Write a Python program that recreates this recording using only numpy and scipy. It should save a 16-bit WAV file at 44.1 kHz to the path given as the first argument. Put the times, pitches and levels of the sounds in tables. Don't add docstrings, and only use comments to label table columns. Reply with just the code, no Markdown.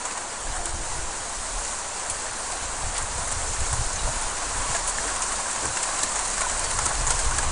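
import sys
import numpy as np
from scipy import signal
from scipy.fft import rfft, irfft, dct, next_fast_len
from scipy.io import wavfile
from scipy.ndimage import uniform_filter1d

SR = 44100
rng = np.random.default_rng(int(sys.argv[2]) if len(sys.argv) > 2 else 0)


def volts(x):
    e = np.asarray(x, float) / 20
    return 10 ** e


def to_wav(sig):
    pcm = np.clip(np.atleast_2d(sig), -1, 1) * 32767
    pcm = np.round(pcm).astype(np.int16)
    wavfile.write(sys.argv[1], SR, pcm.T)


N = 331191
SECONDS = np.arange(N) / SR
SIZE = next_fast_len(N)
HZ = np.arange(1, SIZE // 2 + 2) * SR / SIZE
BANDS = np.geomspace(180, 10000, 18)
HEAVY_MEAN_DB = -36
SNAP_T60 = .0035
CUTOFF_HZ = 10340


def rms_one(x):
    return x / np.sqrt(np.mean(x ** 2) + 1e-20)


def noise_spectrum(points):
    hz, level_db = np.transpose(points)
    colour_db = np.interp(np.log(HZ), np.log(hz), level_db, left=-90, right=-90)
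    return rfft(rng.standard_normal(SIZE)) * volts(colour_db)


def noise_bands(points):
    spectrum = noise_spectrum(points)
    place = np.interp(np.log(HZ), np.log(BANDS), np.arange(len(BANDS)))
    weights = (np.clip(1 - abs(place - k), 0, 1) for k in range(len(BANDS)))
    return np.array([irfft(spectrum * weight, SIZE)[:N] for weight in weights])


def band_rms(bands, low_hz, high_hz):
    return np.std(bands[(BANDS > low_hz) & (BANDS < high_hz)].sum(axis=0))


def drift(rate, count):
    pole = np.exp(-80 * np.pi * rate / SR)
    chance = rng.standard_normal((count, N // 40 + 2002))
    slow = signal.lfilter([1], [1, -2 * pole, pole * pole], chance)[:, 2000:]
    return np.array([np.interp(np.arange(N) / 40, np.arange(len(row)), rms_one(row)) for row in slow])


def evened(x, span_s):
    power = uniform_filter1d(x ** 2, int(span_s * SR))
    return rms_one(x / np.sqrt(power + 0.16 * np.mean(x ** 2)))


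def shatter(bands, starts_s, band_db, t60, rise_s, plateau):
    out = np.zeros(N + 4000)
    for s, gains, ring_s in zip(starts_s, volts(band_db), np.clip(t60, .008, .15)):
        at = max(round((s - rise_s / 2) * SR), 0)
        age = np.arange(int(ring_s * 25000)) / SR
        decay = volts(-60 * np.maximum(age / ring_s - plateau, 0))
        shape = np.minimum(age / rise_s, 1) * decay
        out[at:at + len(age)] += shape * (gains @ bands[:, at:at + len(age)])
    return out[:N]


def ring_modes(blows, length_s):
    out = np.zeros(N + SR)
    age = np.arange(int(length_s * SR)) / SR
    for s, level_db, hz, t60 in blows:
        swell = 1 - np.exp(-age * hz / 1.5)
        mode = swell * np.sin(2 * np.pi * hz * age)
        out[round(s * SR):][:len(age)] += volts(level_db - 60 * age / t60) * mode
    return out[:N]


def ledge_stones(bands, stones, middle_db, thud_db, snap_db, debris_db, stretch, plateau, uneven_db):
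    s, peak_db, hz, t60 = np.transpose(stones)
    octaves = np.log2(BANDS / hz[:, None])
    crack_db = 1.2 - 11 * np.minimum(octaves ** 2, .45)
    lower_db = np.where(BANDS > 2400, middle_db + 11.0, thud_db + 4.5)
    colour_db = np.where(BANDS > 5000, crack_db, lower_db) - 8 * (BANDS < 450)
    colour_db = colour_db + uneven_db * rng.standard_normal(colour_db.shape)
    ring = ring_modes(np.transpose([s, peak_db - 11.0, hz, t60]), length_s=0.056)
    snaps = np.transpose([s + .0006, peak_db + snap_db, hz, SNAP_T60 + 0 * s])
    snap = ring_modes(snaps, length_s=.006)
    debris_level_db = peak_db[:, None] + debris_db + colour_db
    debris = shatter(bands, s, debris_level_db, stretch * t60, rise_s=0.0018, plateau=plateau)
    return snap + ring + debris


# t/s, small stones level/dB, heavy stones level/dB
STORM = [(0, -35.5, -37), (.7, -35, -38), (1.5, -33.4, -38), (2.7, -33.5, -37), (3.4, -32, -37),
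         (3.8, -31.5, -36.5), (4.3, -32, -35), (4.9, -31, -34), (5.6, -31, -34.5), (6, -30, -34),
         (6.7, -30, -34), (7.2, -30, -34.5), (7.51, -30.5, -33)]


def storm_db(s, column):
    return np.interp(s, *np.transpose(STORM)[[0, column]])


# f/Hz, level/dB per Hz
HAIL = [(94, -48.5), (160, -11), (357, -10), (656, -1), (980, 1), (1250, -3), (1490, -2.5), (2180, -8.5),
        (3560, -12), (4160, -9), (5310, -10), (6900, -3), (7660, -2.5), (9120, -4.5), (10300, -13),
        (13400, -40), (22000, -120)]


def far_hail(patchy_db, together_db):
    bands = noise_bands(HAIL)
    flicker_db = patchy_db * drift(12.7, count=len(BANDS)) + together_db * drift(9.3, count=1)
    small_db, heavy_db = storm_db(SECONDS, 1), storm_db(SECONDS, 2)
    swing_db = heavy_db - HEAVY_MEAN_DB
    # level/dB, centre/Hz, lower and upper edge/Hz
    surfaces = [(small_db, 6000, 4000, 11000),
                (heavy_db, 1300, 900, 2500),
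                (HEAVY_MEAN_DB - 6 + 0.78 * swing_db, 680, 500, 900),
                (HEAVY_MEAN_DB - 9.5 + .7 * swing_db, 350, 200, 500)]
    centres = np.log([350, 680, 1300, 6000])
    level = 0
    for level_db, centre_hz, low_hz, high_hz in surfaces:
        own = np.isclose(centres, np.log(centre_hz)).astype(float)
        share = np.interp(np.log(BANDS), centres, own)[:, None]
        level = level + share * volts(level_db) / band_rms(bands, low_hz, high_hz)
    return (bands * level * volts(flicker_db)).sum(axis=0)


def roof_stones(bands, count, size_db):
    when, size, pitch, ring = rng.random((count, 4)).T
    s = when * (N / SR - .01)
    centre_hz = 700 * (11000 / 700) ** pitch
    colour_db = -12 * np.log2(BANDS / centre_hz[:, None]) ** 2
    level_db = storm_db(s, 1) - 7 - size_db * np.log(1 - .97 * size)
    return shatter(bands, s, level_db[:, None] + colour_db, 0.013 + .025 * ring, rise_s=.005, plateau=.3)


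def pings(count, size_db):
    when, size, pitch, ring = rng.random((count, 4)).T
    s = when * N / SR
    hz = 650 * (10000 / 650) ** pitch
    colour_hz, density_db = np.transpose(HAIL)
    colour_db = np.interp(np.log(hz), np.log(colour_hz), density_db)
    level_db = storm_db(s, 1) + colour_db - 2.5 - size_db * np.log(1 - .95 * size)
    return ring_modes(np.transpose([s, level_db, hz, .03 + 0.064 * ring]), length_s=0.024)


def car_roofs(count, centre_hz, growth):
    when, size, pitch, ring = rng.random((count, 4)).T
    s = when * N / SR
    level_db = -43.0 + growth * (storm_db(s, 2) - HEAVY_MEAN_DB) - 3.6 * np.log(1 - .95 * size)
    hz = centre_hz * (.91 + .18 * pitch)
    return ring_modes(np.transpose([s, level_db, hz, 0.091 + 0.066 * ring]), length_s=0.022)


def crackle(count, size_db):
    when, size, pitch = rng.random((count, 3)).T
    s = when ** 0.64 * (N / SR - .01)
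    level_db = storm_db(s, 1) + 7.4 - size_db * np.log(1 - .95 * size)
    return ring_modes(np.transpose([s, level_db, 5500 + 4000 * pitch, SNAP_T60 + 0 * s]), length_s=.006)


# t/s, deep push level/dB, flutter level/dB, length/s
EDDIES = [(0.492, -30, -42, 0.055), (0.763, -32.5, -35.5, 0.13), (.906, -32, -44, .05),
          (0.596, -33, -42, .04), (.17, -60, -54, 0.036), (1.078, -40, -46, 0.036), (2.305, -41, -52, .06),
          (4.71, -38, -37, 0.062), (0.965, -50, -36.5, 0.075), (1.04, -31.5, -47, .1),
          (1.39, -32, -60, 0.04), (1.568, -30.5, -55, 0.067), (2.13, -42, -47, 0.089),
          (2.847, -31, -35, 0.078), (3.027, -35, -38.5, 0.059), (3.192, -52, -36, 0.12),
          (3.353, -43, -34.5, 0.055), (3.403, -32, -40, 0.028), (3.485, -33, -35, 0.1),
          (3.617, -23.5, -28, 0.035), (3.95, -37, -36, .07), (4.26, -31, -42, 0.043),
          (3.735, -30, -27.5, 0.024), (3.802, -26.5, -27.5, 0.043), (3.87, -26, -42, .03),
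          (6.65, -42, -38, .06), (2.66, -40, -44, .06), (3.72, -40, -34, .02), (3.69, -31, -42, 0.035),
          (4.046, -23, -34, 0.042), (4.095, -45, -32, 0.032), (4.18, -28, -37, 0.045),
          (4.58, -31, -41.5, 0.074), (5.122, -45, -44.5, .08), (5.353, -37, -54, .08),
          (5.672, -48, -39.5, 0.11), (5.92, -40, -50, .05), (6.546, -39, -40, .06),
          (6.763, -33, -37, 0.073), (6.845, -45, -36.5, 0.11), (7.016, -26, -28, .04),
          (7.087, -27, -32, 0.049), (7.13, -31, -34, .05), (6.97, -29, -40, .04), (7.272, -22, -31, 0.049),
          (7.36, -42, -32.5, 0.091), (7.48, -28, -28, 0.056)]


def eddies():
    t, out = np.arange(0, N + 64, 64) / SR, 0
    for s, deep_db, flutter_db, length_s in EDDIES:
        power = volts(2 * np.array([[deep_db], [flutter_db]]))
        out = out + power * np.exp(-(2 * (t - s) / length_s) ** 2)
    return np.array([np.interp(SECONDS, t, row) for row in out])


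# t/s, level/dB
WIND = [(0, -52), (.33, -53), (.5, -35), (.95, -38.5), (1.25, -43.5), (1.6, -40), (2.0, -48), (2.5, -43),
        (2.85, -36), (3.7, -36.5), (4.3, -39.5), (4.6, -34.5), (5.1, -37.5), (5.6, -51), (6.1, -42),
        (6.5, -35), (6.9, -36.5), (7.2, -29), ]
# f/Hz, level/dB per Hz
BUFFET = [(6, 1.5), (20, 4.5), (40, 3.5), (60, -11.5), (85, -25.5), (130, -43)]
# f/Hz, level/dB per Hz
FLUTTER = [(40, -41.5), (60, 3.5), (90, -4), (130, -8.5), (180, -25.5), (300, -27)]


def wind(lumpy_db):
    wind_db = np.interp(SECONDS, *np.transpose(WIND))
    flutter_db = -49.5 + 0.41 * (wind_db + 41)
    steady_power = volts(2 * np.array([wind_db, flutter_db]))
    deep_gain, flutter_gain = np.sqrt(steady_power + eddies())
    lumps = volts(lumpy_db * drift(22, count=1)[0])
    deep = evened(irfft(noise_spectrum(BUFFET), SIZE)[:N], span_s=0.045)
    flutter = rms_one(lumps * evened(irfft(noise_spectrum(FLUTTER), SIZE)[:N], span_s=0.042))
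    return deep_gain * deep + flutter_gain * flutter


# t/s, peak level/dB, brightest f/Hz, t60/s
SOLID = [(0.052, -15.5, 7800, 0.04), (0.563, -18.5, 8640, 0.065), (2.06, -19, 7530, 0.034),
         (2.513, -22, 7900, 0.065), (3.2738, -17.5, 9700, .049), (3.318, -17, 9600, 0.054),
         (3.666, -18, 7310, 0.043), (3.728, -14, 7350, .05), (5.1607, -12.5, 7200, 0.025),
         (5.2013, -28, 8700, 0.052), (5.5586, -15, 6790, 0.034), (5.654, -11, 7470, 0.025),
         (5.77, -15.5, 7460, 0.033), (5.886, -20, 7680, 0.035), (6.0314, -13, 7900, .03),
         (6.157, -15, 6820, 0.077), (6.1913, -18, 7720, 0.044), (6.273, -15.5, 8800, 0.023),
         (6.3794, -15, 7850, 0.031), (6.4067, -13.5, 9640, 0.031), (6.497, -16.5, 7300, 0.037),
         (6.64, -16, 6040, 0.025), (6.7874, -13.5, 8350, 0.03), (6.8184, -19, 8200, 0.046),
         (7.01, -21, 7450, .04), (7.067, -13.5, 7070, 0.11), (7.104, -14, 8530, 0.035),
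         (7.31, -13.5, 7630, 0.021), (7.386, -9, 7900, 0.029), (7.428, -13.5, 8140, 0.055)]


def solid_stones(bands):
    return ledge_stones(bands, SOLID, middle_db=-16.5, thud_db=-3.5, snap_db=-6, debris_db=-14,
                        stretch=1.38, plateau=0.08, uneven_db=0.8)


# t/s, peak level/dB
SNAPS = [(0.657, -10), (2.099, -9.5), (3.605, -12), (3.7288, -9), (4.9854, -17), (5.163, -12),
         (5.2215, -18), (5.7704, -24), (5.8293, -16), (5.9914, -11), (6.1605, -13), (6.192, -10),
         (6.1974, -16), (6.379, -22), (6.4162, -11), (6.7886, -9), (6.856, -13), (6.864, -12), (7.073, -14),
         (7.3831, -14), (.0545, -19), (1.0287, -20), (1.2953, -18), (1.649, -16), (1.9978, -16),
         (3.3155, -13), (3.5343, -15), (4.2225, -20), (4.751, -16), (4.8478, -16.5), (5.2308, -13),
         (5.3227, -18), (5.839, -13), (6.4221, -14), (7.0112, -16), (5.6562, -12)]


def bright_ticks(hz, t60, boost_db):
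    s, peak_db = np.transpose(SNAPS)
    pitch = hz * rng.uniform(0.86, 1.15, len(s))
    out = 0
    for ratio, db in ((0.99, 3.5), (0.37, -6), (0.2, -15)):
        ticks = np.transpose([s, peak_db + boost_db + db, ratio * pitch, t60 + 0 * s])
        out = out + ring_modes(ticks, length_s=.006)
    return out


# t/s, level/dB, f/Hz, t60/s
TAPS = [(.109, -30.5, 2550, 0.027), (.4702, -27, 1680, .03), (2.2658, -25.5, 1780, .03),
        (3.5645, -27, 1800, .03), (4.757, -25, 1700, .03), (5.4595, -23, 1600, .03),
        (5.7695, -19.5, 1580, 0.028), (5.7702, -24, 2750, 0.02), (5.911, -23, 1600, .03),
        (6.0322, -15.5, 7660, 0.041), (6.037, -20.5, 1800, 0.022), (6.4068, -20, 1083, 0.037),
        (6.4135, -23, 2300, .03), (6.4168, -16.5, 1470, .025), (6.417, -16, 680, 0.028),
        (6.447, -24, 1500, .06), (6.4665, -20, 990, .04), (6.858, -20, 1310, .03),
        (7.1055, -16, 1413, 0.036), (7.3205, -22, 1500, .03), (4.9845, -21, 1750, 0.028),
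        (7.1055, -14, 8520, .04), (6.0335, -18, 9800, .03), (6.031, -22.5, 4090, 0.043),
        (6.788, -18, 1000, .035), (7.3835, -15, 9200, 0.02), (7.384, -20, 7500, .03)]


def hollow_taps():
    return ring_modes(TAPS, length_s=.04)


# t/s, peak level/dB, brightest f/Hz, t60/s
BRITTLE = [(0.11, -16.5, 7140, 0.018), (0.6555, -15.5, 8150, 0.033), (1.6486, -14, 7200, .036),
           (1.7873, -17, 7160, .025), (2.099, -12, 9680, .07), (2.979, -11, 7900, 0.033),
           (3.025, -19.5, 7260, 0.032), (3.534, -17.5, 7500, 0.03), (3.605, -18.5, 7800, 0.037),
           (3.9584, -16, 6300, 0.064), (4.18, -18, 9000, 0.026), (4.211, -16, 9130, 0.094),
           (4.7486, -14.5, 6830, 0.057), (4.874, -12, 9500, 0.091), (4.893, -16, 7150, 0.033),
           (5.2205, -12.5, 7400, 0.028), (5.2844, -23, 6980, 0.029), (5.323, -14.5, 7070, 0.041),
           (5.3547, -19, 7540, .053), (5.5095, -13, 7900, 0.027), (5.8305, -8.5, 7530, 0.031),
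           (5.988, -13, 7600, .04), (6.116, -15, 8900, 0.044), (6.3006, -14, 6820, 0.017),
           (6.593, -10, 8200, 0.02), (6.6237, -22, 7120, .019), (6.7057, -12.5, 8920, .035),
           (6.7346, -22, 7450, 0.12), (6.8603, -7, 9000, 0.02), (7.1881, -16, 9050, 0.066)]


def brittle_stones(bands):
    return ledge_stones(bands, BRITTLE, middle_db=-16, thud_db=-14.5, snap_db=-4.5, debris_db=-17,
                        stretch=1.2, plateau=0.17, uneven_db=1.9)


# centre t/s, middle level/dB, top level/dB, length/s
BURSTS = [(0.123, -34, -32.5, .006), (0.178, -30, -30, 0.0081), (0.67, -38, -46, .008),
          (1.942, -40, -31, .005), (2.102, -32, -32, .008), (2.523, -28, -31, 0.009),
          (2.972, -30, -34, 0.0072), (3.027, -40, -28, 0.0067), (3.325, -30.5, -28, 0.009),
          (3.931, -36, -29.5, 0.0045), (4.752, -26, -30, .008), (4.766, -31, -26.5, 0.0043),
          (4.88, -30, -28, .007), (4.984, -28, -31, .005), (5.222, -33, -22, .007),
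          (5.228, -27, -32, 0.0049), (5.322, -24.5, -29.5, 0.0059), (5.531, -32, -27, .005),
          (5.652, -29, -26, 0.002), (5.774, -21, -29, 0.0043), (5.831, -32, -24, 0.0054),
          (6.035, -22.5, -22, .008), (6.159, -26, -26, .005), (6.38, -25, -26.5, 0.0032),
          (6.411, -26, -28, 0.0056), (6.419, -23, -25, .004), (6.647, -29, -23, 0.0064),
          (6.714, -24, -25.5, 0.0066), (6.79, -24, -19, 0.0044), (6.866, -27, -20.5, .005),
          (6.954, -26, -34, .006), (7.108, -19, -19, .008), (7.192, -27, -24, .005),
          (7.201, -33, -25, .005), (7.25, -29, -32, .006), (7.385, -22.5, -22, 0.0051)]


def bursts(bands):
    out = np.zeros(N)
    for s, middle_db, top_db, length_s in BURSTS:
        lower_db = np.where(BANDS > 1900, middle_db, middle_db - 10.5)
        gains = volts(np.where(BANDS > 5500, top_db, lower_db)) * (BANDS > 500)
        age = np.arange(int(1.5 * np.clip(length_s, .002, .02) * SR)) / SR
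        puff = np.minimum(age / .001, 1) * np.cos(np.pi / 2 * age / age[-1])
        at = round((s - .45 * length_s) * SR)
        grain = bands[:, at + 2000:at + 2000 + len(puff)]
        out[at:at + len(puff)] += puff * (gains @ grain)
    return out


# t/s, level/dB, centre f/Hz, t60/s
THUDS = [(4.15, -34, 1100, .14), (4.3, -33, 1100, .14), (7.38, -29, 530, .12), (5.7, -32, 1100, .12),
         (6.31, -29, 6200, .03), (.668, -28, 1000, 0.034), (2.987, -30, 950, 0.042), (4.215, -31, 1000, .1),
         (5.1, -36, 1050, .12), (5.204, -30, 1060, .05), (6.19, -32, 1170, 0.037), (6.64, -32, 1100, 0.036),
         (0.49, -31, 1600, 0.034), (6.787, -23.5, 1200, 0.042), (2.04, -33, 1900, 0.07),
         (2.95, -28.5, 2980, 0.18), (.17, -29, 1400, 0.11), (4.071, -25.5, 720, 0.11),
         (4.744, -23, 1790, 0.042), (4.745, -39, 696, 0.1), (4.982, -24, 1800, 0.03), (5.05, -38, 380, .12),
         (5.624, -23, 330, 0.17), (5.65, -27, 220, 0.16), (6.031, -24, 297, 0.17),
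         (6.415, -25.5, 1400, 0.12), (5.767, -34, 2500, 0.033), (6.027, -32, 4600, 0.038),
         (6.8567, -22, 7600, 0.018), (6.863, -19.5, 320, 0.088), (6.907, -25, 1100, 0.051),
         (7.102, -30, 610, 0.12), (7.12, -28, 3970, 0.029), (7.19, -45, 1650, .1),
         (7.306, -36, 1000, 0.058)]


def ledge_thuds(bands):
    s, level_db, hz, t60 = np.transpose(THUDS)
    colour_db = -14 * np.log2(BANDS / hz[:, None]) ** 2
    return shatter(bands, s, level_db[:, None] + colour_db, t60, rise_s=0.00095, plateau=0.13)


# centre t/s, lower f/Hz, upper f/Hz, level/dB
SIDE_NOISE = [
    (.301, 4100, 5300, -51),
    (2.9485, 6800, 8400, -39),
    (3.481, 5600, 7000, -42),
    (4.574, 8200, 9800, -41),
    (6.989, 4100, 5800, -43),
]


def side_noise():
    out, hz = np.zeros(N), np.arange(1025) * SR / 2048
    for s, low_hz, high_hz, level_db in SIDE_NOISE:
        spectrum = rfft(rng.standard_normal(2048))
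        noise = rms_one(irfft(spectrum * (hz > low_hz) * (hz < high_hz)))
        out[round(s * SR) - 1024:][:2048] += volts(level_db) * np.sqrt(np.hanning(2048)) * noise
    return out


# t/s, level/dB, f/Hz, t60/s
KNOCKS = [(.535, -36, 739, 0.66), (.59, -34.5, 700, 0.51), (.57, -45.5, 338, 1.8), (.65, -43, 345, 1),
          (.72, -44, 343.7, 1.1), (.96, -45.5, 339.6, 1.7), (1.25, -39, 695, 0.73), (1.45, -44, 660, 0.45),
          (3.99, -34, 2870, 0.087), (3.99, -29, 3950, 0.073), (4.07, -26, 627, 0.064),
          (4.745, -24, 670, 0.1), (4.745, -29, 1666, 0.092), (4.98, -28, 1780, .05),
          (5.05, -27.5, 461, 0.093), (5.05, -30.5, 296, 0.15), (5.219, -24.5, 1030, 0.088),
          (5.635, -29, 410, 0.11), (5.655, -27.5, 132, 0.12), (5.649, -33, 309, 0.14),
          (6.03, -27, 273, 0.072), (6.115, -31, 1220, 0.14), (6.42, -31, 1520, 0.13),
          (6.405, -36, 2040, .1), (6.641, -32, 4530, .2), (6.86, -20, 1290, 0.057),
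          (7.19, -25.5, 1590, 0.13), (7.387, -15, 1650, 0.037)]


def sheet_metal():
    return ring_modes(KNOCKS, length_s=0.9)


# t/s, peak level/dB, brightest f/Hz
GLANCING = [(.5513, -28, 7780), (1.293, -30, 8100), (1.9974, -24, 7760), (2.9638, -20.5, 4570),
            (3.1804, -19, 7120), (3.929, -21, 7630), (4.4238, -24, 7310), (4.659, -31, 7030),
            (4.71, -29, 6800), (4.762, -18.5, 6500), (4.791, -17, 7440), (4.9751, -22.5, 6890),
            (5.233, -13.5, 9000), (5.6087, -24, 6950), (5.9429, -22, 7220), (6.0132, -22, 8290),
            (6.2506, -14, 7200), (6.3325, -21, 9500), (6.8877, -23, 8340), (6.9541, -28, 7660),
            (6.999, -19, 8150), (7.148, -20, 9140), (7.1656, -23, 7920), (7.257, -23, 7730)]


def glancing_stones(bands):
    stones = [(*row, .04) for row in GLANCING]
    return ledge_stones(bands, stones, middle_db=-14.5, thud_db=-9, snap_db=-0.5, debris_db=-16,
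                        stretch=0.46, plateau=0.7, uneven_db=2.0)


def scene():
    debris = noise_bands(HAIL)
    debris = np.pad(debris / band_rms(debris, 4000, 11000), ((0, 0), (0, 4000)))
    mono = far_hail(patchy_db=0.81, together_db=.5)
    mono = mono + roof_stones(debris, count=450, size_db=2.0) + pings(count=800, size_db=1.5)
    mono = mono + car_roofs(count=500, centre_hz=1063.5, growth=2.2) + crackle(count=500, size_db=3.5)
    mono = mono + wind(lumpy_db=2.0)
    mono = mono + solid_stones(debris) + bright_ticks(hz=7900, t60=0.0032, boost_db=1.0)
    mono = mono + hollow_taps() + brittle_stones(debris) + bursts(debris)
    mono = mono + ledge_thuds(debris) + sheet_metal() + glancing_stones(debris)
    return np.array([mono, mono])


# f/Hz, step level/dB
STEPS = [(300, -60), (1500, -42), (3000, -31.5), (5500, -28), (7500, -25), (10000, -27)]


def coarse_rounding(x, attack_db):
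    hop = 1152
    window = np.sin(np.pi * (np.arange(2 * hop) + .5) / (2 * hop))
    padded = np.pad(x, (hop, 2 * hop - N % hop))
    blocks = np.lib.stride_tricks.sliding_window_view(padded, 2 * hop)[::hop]
    a, b, c, d = np.split(blocks * window, 4, axis=1)
    lines = dct(np.hstack([-c[:, ::-1] - d, a - b[:, ::-1]]), type=4, norm="ortho")
    hz = (np.arange(hop) + .5) * SR / (2 * hop)
    step_hz, step_db = np.transpose(STEPS)
    step = volts(np.interp(np.log(hz), np.log(step_hz), step_db))
    rounded = np.sign(lines) * step * np.floor(abs(lines) / step + .4) * (hz < CUTOFF_HZ)
    slope = np.diff(blocks, prepend=0).reshape(len(blocks), 12, -1)
    power = np.mean(slope[:, 2:10] ** 2, axis=2)
    steady = power.max(axis=1) < volts(2 * attack_db) * np.median(power, axis=1)
    error_lines = (rounded - lines) * steady[:, None]
    early, late = np.split(dct(error_lines, type=4, norm="ortho"), 2, axis=1)
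    error = np.hstack([late, -late[:, ::-1], -early[:, ::-1], -early]) * window
    return x + (error[1:, :hop] + error[:-1, hop:]).ravel()[:N]


def top_cut(x):
    return signal.sosfilt(signal.butter(12, 10960, fs=SR, output="sos"), x)


def record(dry):
    rounded = .33 * np.tanh(dry[0] / .33)
    short_filter = signal.firwin(257, CUTOFF_HZ + 80, window="boxcar", fs=SR)
    cut = signal.fftconvolve(rounded, short_filter, "same")
    cut = signal.sosfilt(signal.ellip(10, .2, 70, CUTOFF_HZ + 950, fs=SR, output="sos"), cut)
    middle = coarse_rounding(cut, attack_db=4.2) - .0039
    mix = middle + side_noise() * [[1], [-1]]
    return top_cut(mix)


dry = scene()
out = record(dry)
to_wav(out)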